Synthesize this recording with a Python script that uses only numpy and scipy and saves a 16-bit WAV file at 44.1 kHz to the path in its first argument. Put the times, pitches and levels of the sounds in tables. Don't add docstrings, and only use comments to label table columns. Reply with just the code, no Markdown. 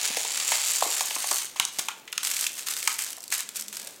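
import sys
import numpy as np
from scipy import signal
from scipy.fft import rfft, irfft
from scipy.io import wavfile

SR = 44100
rng = np.random.default_rng(int(sys.argv[2]) if len(sys.argv) > 2 else 0)


def to_wav(s):
    ch = np.atleast_2d(s).T
    pcm = np.round(np.clip(ch, -1, 1) * 32767)
    wavfile.write(sys.argv[1], SR, pcm.astype(np.int16))


N = 176400
T = np.arange(N) / SR

# time_s, relative_db
UNWRINKLING = [(0, -28.5), (.12, -29), (.3, -33), (.42, -29), (.57, -28), (.8, -27.5), (.96, -29.5),
               (1.12, -32.5), (1.25, -31), (1.37, -28.5), (1.46, -37), (1.52, -50), (1.72, -44),
               (1.79, -37), (1.86, -45), (2.03, -55), (2.6, -41), (3.3, -56), (3.99, -51.5)]
# frequency_hz, density_db
SLACK_SPECTRUM = [(150, -35.5), (400, -17.5), (900, -7.5), (1500, -10), (2300, -2), (5500, -4.5),
                  (7300, -3.5), (9500, -7.5), (12500, -16), (16000, -17)]
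TIGHT_SPECTRUM = [(150, -36), (500, -19.5), (1200, -9.5), (2500, -5), (5300, -4.5), (8000, -2), (10500, -8),
                  (14000, -9.5), (16000, -20)]
# starting_pitch_hz, width_hz, gain_db, start_s, end_s
SKIN_RESONANCES = [(4600, 71, 1.5, .26, 1.43), (7000, 190, -1.5, 0, 1.1), (7580, 350, 1.5, 0.28, 0.99),
                   (6360, 130, 3, 1.13, 1.6), (8980, 330, 0, 1.15, 1.5)]
# frequency_hz, density_db
RUMBLE_SPECTRUM = [(25, -10), (70, -13), (130, -0.5), (400, 5), (900, 0.5), (2500, -3.5), (8000, -17),
                   (16000, -7)]
# start_s, relative_db
TICKS = [(.053, -14.5), (0.202, -19.5), (0.374, -13.5), (2.231, -17), (2.249, -13), (2.271, -12),
         (2.314, -13), (2.3659, -14), (2.441, -13.5), (2.593, -19), (2.685, -14), (2.737, -19),
         (2.828, -16.5), (2.99, -15), (3.13, -21.5), (3.167, -27.5), (3.182, -30), (3.205, -27.5),
         (3.229, -28), (3.239, -23.5), (3.279, -25), (3.303, -23.5), (3.339, -19), (3.406, -18),
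         (3.49, -20), (3.559, -21.5), (3.622, -22), (3.682, -21), (3.769, -18.5), (3.873, -22.5)]
# start_s, level_db, low_edge_hz
LOW_THUMPS = [(.101, -37, 161), (0.823, -33.5, 310), (.862, -33.5, 334), (1.163, -42, 290),
              (1.313, -38, 307), (1.598, -40.5, 25), (1.788, -38.5, 120)]
# start_s, pop_hz, pop_db, knock_hz, knock_db, crack_db, decay_s
SNAPS = [(.169, 708, -16.5, 2520, -15, -12.5, 0.0056), (.248, 850, -19.5, 3160, -23.5, -37, .0044),
         (.518, 894, -12, 2210, -16, -14, 0.019), (.823, 915, -6, 2460, -18, -32, 0.0023),
         (1.007, 950, -12.5, 2300, -18.5, -9, 0.0039), (1.108, 900, -26.5, 2960, -14, -29.5, 0.0028),
         (1.162, 1080, -18.5, 2550, -22, -31, 0.0019), (1.241, 870, -19, 2370, -24.5, -20.5, 0.013),
         (1.313, 940, -13, 1700, -21.5, -8, 0.004), (1.56, 950, -25.5, 2500, -28, -28, 0.019),
         (1.598, 1206, -9, 2910, 0, -0.5, .0014), (1.651, 1110, -26, 6300, -6.5, -12, 0.0019),
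         (1.786, 735, -23, 2620, -21, -14, 0.0075), (1.792, 1150, -20, 3050, -15.5, -11, 0.0047),
         (1.885, 1180, -14, 2570, -14, -13.5, 0.0028), (2.077, 1180, -38, 2570, -25.5, -33.5, 0.0069),
         (2.127, 1330, -22, 2790, -15, -14.5, 0.002), (2.1785, 1440, -21.5, 2710, -11, -5.5, 0.0015),
         (2.466, 1270, -35, 2650, -11, -11.5, 0.0026), (2.875, 1090, -12, 2250, -7.5, -3.5, 0.0029),
         (3.176, 703, -31, 1820, -34, -40, .0027), (3.323, 920, -25.5, 2110, -12.5, -11.5, .0045)]
# start_s, length_s, relative_db
SPURTS = [(2.228, 0.096, -27), (2.335, 0.14, -29), (2.554, 0.076, -41.5), (2.66, 0.088, -29),
          (2.759, 0.18, -31), (2.906, 0.062, -37.5), (2.983, 0.13, -30), (3.313, 0.044, -27),
          (3.372, 0.049, -32.5), (3.544, 0.075, -32.5), (3.722, 0.053, -34), (3.79, 0.15, -41)]
# pitch_hz, width_hz, level_db, centre_s, half_length_s
RUB_RESONANCES = [(205, 28, -62, 3.75, .23), (560, 420, -54, 3.87, .06), (1650, 50, -52, 3.85, .035)]

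PEAK_CREASES_PER_S, CLUMPS_PER_S, CLUMP_DB = 2200, 51, 1.5
SKIN_TRIM_DB, TICK_TRIM_DB, KNOCK_TRIM_DB, CRACK_TRIM_DB = -3, -4.5, -9.5, -9
TIGHTENING_S, RESONANCE_FADE_S, RESONANCE_SAG_PER_S = (0.26, 1.1), 0.061, 0.033
TOP_HZ = 16000


def from_db(db):
    return 10 ** (np.asarray(db) / 20)


def unit_rms(x):
    return x / np.sqrt(np.mean(x ** 2) + 1e-20)


def band(x, edges_hz):
    return signal.sosfilt(signal.butter(2, edges_hz, "band", fs=SR, output="sos"), x)


def colour(x, spectrum, size=2048):
    hz, db = np.transpose(spectrum)
    bins_hz = np.fft.rfftfreq(size, 1 / SR) + 1
    log_gain = np.log(from_db(np.interp(np.log(bins_hz), np.log(hz), db)))
    cepstrum = irfft(log_gain)[:size // 2]
    cepstrum[1:] *= 2
    response = irfft(np.exp(rfft(cepstrum, size)))
    return signal.fftconvolve(x, response / np.linalg.norm(response))[:len(x)]


def resonate(x, hz, width_hz):
    pole = np.exp(-np.pi * width_hz / SR)
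    turn = np.exp(2j * np.pi * np.cumsum(hz * np.ones(len(x))) / SR)
    return 2 * np.real(turn * signal.lfilter([1 - pole], [1, -pole], x / turn))


def add(out, start_s, sound):
    i = int(start_s * SR)
    out[i:i + len(sound)] += sound[:N - i]


def burst(noise, decay_s, rise_s=0.00027, ring_s=0.063, ring_db=-27):
    t = T[:len(noise)]
    envelope = np.exp(-t / decay_s) + from_db(ring_db) * np.exp(-t / ring_s)
    attack = 1 - np.exp(-t / rise_s)
    return unit_rms(noise * envelope * attack) * np.sqrt(np.mean(envelope ** 2))


def ping(t, hz, cycles):
    return np.sin(2 * np.pi * hz * t) * from_db(-60 * hz * t / cycles)


def crackle(level, spread_db, shiver_s=0.0029, shiver_db=-2):
    chance = PEAK_CREASES_PER_S / SR * (level / level.max()) ** 0.67 + 1e-9
    flips = rng.random(N) < chance
    sizes = unit_rms(from_db(spread_db * np.minimum(rng.exponential(1, N), 4)))
    signs = rng.choice([-1, 1], N)
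    t = T[:SR // 40]
    shiver = rng.standard_normal(len(t)) * np.exp(-t / shiver_s)
    hiss = rng.standard_normal(N)
    knots_s = np.arange(0, T[-1] + 1, 1 / CLUMPS_PER_S)
    clumps = from_db(CLUMP_DB * np.interp(T, knots_s, rng.standard_normal(N)[:len(knots_s)]))
    clicks = flips * signs * sizes * level * clumps / np.sqrt(chance)
    tail_power = signal.fftconvolve(clicks ** 2, shiver ** 2 / np.sum(shiver ** 2))[:N]
    return clicks + from_db(shiver_db) * np.sqrt(np.abs(tail_power)) * hiss


def creases(level, thin_mix=0.33):
    broad = crackle(level, spread_db=4)
    thin = from_db(2.5) * band(crackle(level, spread_db=9), (5500, 18000))
    return np.sqrt(1 - thin_mix) * broad + np.sqrt(thin_mix) * thin


def slack_skin():
    level_db = np.interp(T, *np.transpose(UNWRINKLING)) + SKIN_TRIM_DB
    clicks = creases(from_db(level_db))
    tightness = np.interp(T, TIGHTENING_S, (0, 1))
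    skin = colour(clicks, SLACK_SPECTRUM) * (1 - tightness) + colour(clicks, TIGHT_SPECTRUM) * tightness
    out = skin.copy()
    for hz, width_hz, gain_db, start_s, end_s in SKIN_RESONANCES:
        fade = np.clip(np.minimum(T - start_s, end_s - T) / RESONANCE_FADE_S + .5, 0, 1)
        sinking_hz = hz * (1 - RESONANCE_SAG_PER_S * (T - start_s))
        out += from_db(gain_db) * fade * resonate(skin, sinking_hz, width_hz)
    return out


def room_rumble(level_db=-54.5):
    return from_db(level_db) * colour(rng.standard_normal(N), RUMBLE_SPECTRUM)


def reverberation(direct, t60_s=0.51, build_s=0.015, dull_hz=5800, gain_db=-6.5):
    t = T[:SR]
    early = from_db(-5.5) * np.exp(-((t - 0.028) / 0.0084) ** 2)
    late = from_db(-60 * t / t60_s) * np.minimum(t / build_s, 1)
    response = rng.standard_normal(SR) * (early + late)
    reflected = signal.fftconvolve(direct, response / np.linalg.norm(response))[:N]
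    return from_db(gain_db) * signal.lfilter(*signal.butter(1, dull_hz, fs=SR), reflected)


def crease_ticks():
    out = np.zeros(N)
    for start_s, db in TICKS:
        low_hz = np.interp(db, (-26, -18), (4260, 870))
        noise = colour(band(rng.standard_normal(SR // 16), (low_hz, TOP_HZ)), TIGHT_SPECTRUM)
        add(out, start_s, from_db(db + TICK_TRIM_DB) * burst(noise, decay_s=.0018))
    return out


def low_thumps(top_hz=524):
    out = np.zeros(N)
    for start_s, db, low_hz in LOW_THUMPS:
        noise = band(rng.standard_normal(SR // 10), (low_hz, top_hz))
        add(out, start_s, from_db(db) * burst(noise, decay_s=0.0056))
    return out


def fold_snaps(pop_rise_s=.0006):
    out, t = np.zeros(N), T[:SR // 16]
    for start_s, pop_hz, pop_db, knock_hz, knock_db, crack_db, decay_s in SNAPS:
        knock_noise, crack_noise, puff_noise = rng.standard_normal((3, len(t)))
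        low_ratio = np.interp(start_s, (0, T[-1]), (0.46, 0.87))
        pop_band = (low_ratio * pop_hz, 1.463 * pop_hz)
        pop_tone = ping(t, pop_hz, cycles=9) * (1 - np.exp(-t / pop_rise_s))
        puff = from_db(-14) * burst(band(band(puff_noise, pop_band), pop_band), decay_s=.007)
        pop = band(band(pop_tone, pop_band), pop_band) + puff
        add(out, start_s, from_db(pop_db) * pop)

        knock_band = (0.64 * knock_hz, 1.52 * knock_hz)
        knock_tone = from_db(2.5) * ping(t, knock_hz, cycles=28)
        knock = band(burst(band(knock_noise, knock_band), decay_s) + knock_tone, knock_band)
        add(out, start_s, from_db(knock_db + KNOCK_TRIM_DB) * knock)

        bright = colour(band(crack_noise, (4200, TOP_HZ)), SLACK_SPECTRUM)
        crack = burst(bright + resonate(bright, hz=6500, width_hz=290), decay_s)
        add(out, start_s, from_db(crack_db + CRACK_TRIM_DB) * crack)
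    return out


def tight_skin(attack_s=0.0049, release_s=.012, sag_db_per_s=36):
    level = np.zeros(N)
    for start_s, length_s, db in SPURTS:
        age_s = np.maximum(T - start_s, 0)
        attack = np.minimum(age_s / attack_s, 1)
        release = np.exp(-np.maximum(age_s - length_s, 0) / release_s)
        level += from_db(db + SKIN_TRIM_DB - sag_db_per_s * age_s) * attack * release
    return colour(creases(level), TIGHT_SPECTRUM)


def bench_rub():
    out = np.zeros(N)
    for hz, width_hz, db, centre_s, half_length_s in RUB_RESONANCES:
        swell = np.exp(-((T - centre_s) / half_length_s) ** 2)
        friction = resonate(resonate(rng.standard_normal(N), hz, width_hz), hz, width_hz)
        out += from_db(db) * swell * unit_rms(friction)
    return out


def scene():
    balloon = slack_skin() + tight_skin() + fold_snaps() + crease_ticks() + low_thumps() + bench_rub()
    return (balloon + room_rumble() + reverberation(balloon))[None]


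def record(dry):
    return signal.sosfilt(signal.ellip(12, .1, 80, TOP_HZ, fs=SR, output="sos"), dry)


dry = scene()
out = record(dry)
to_wav(out)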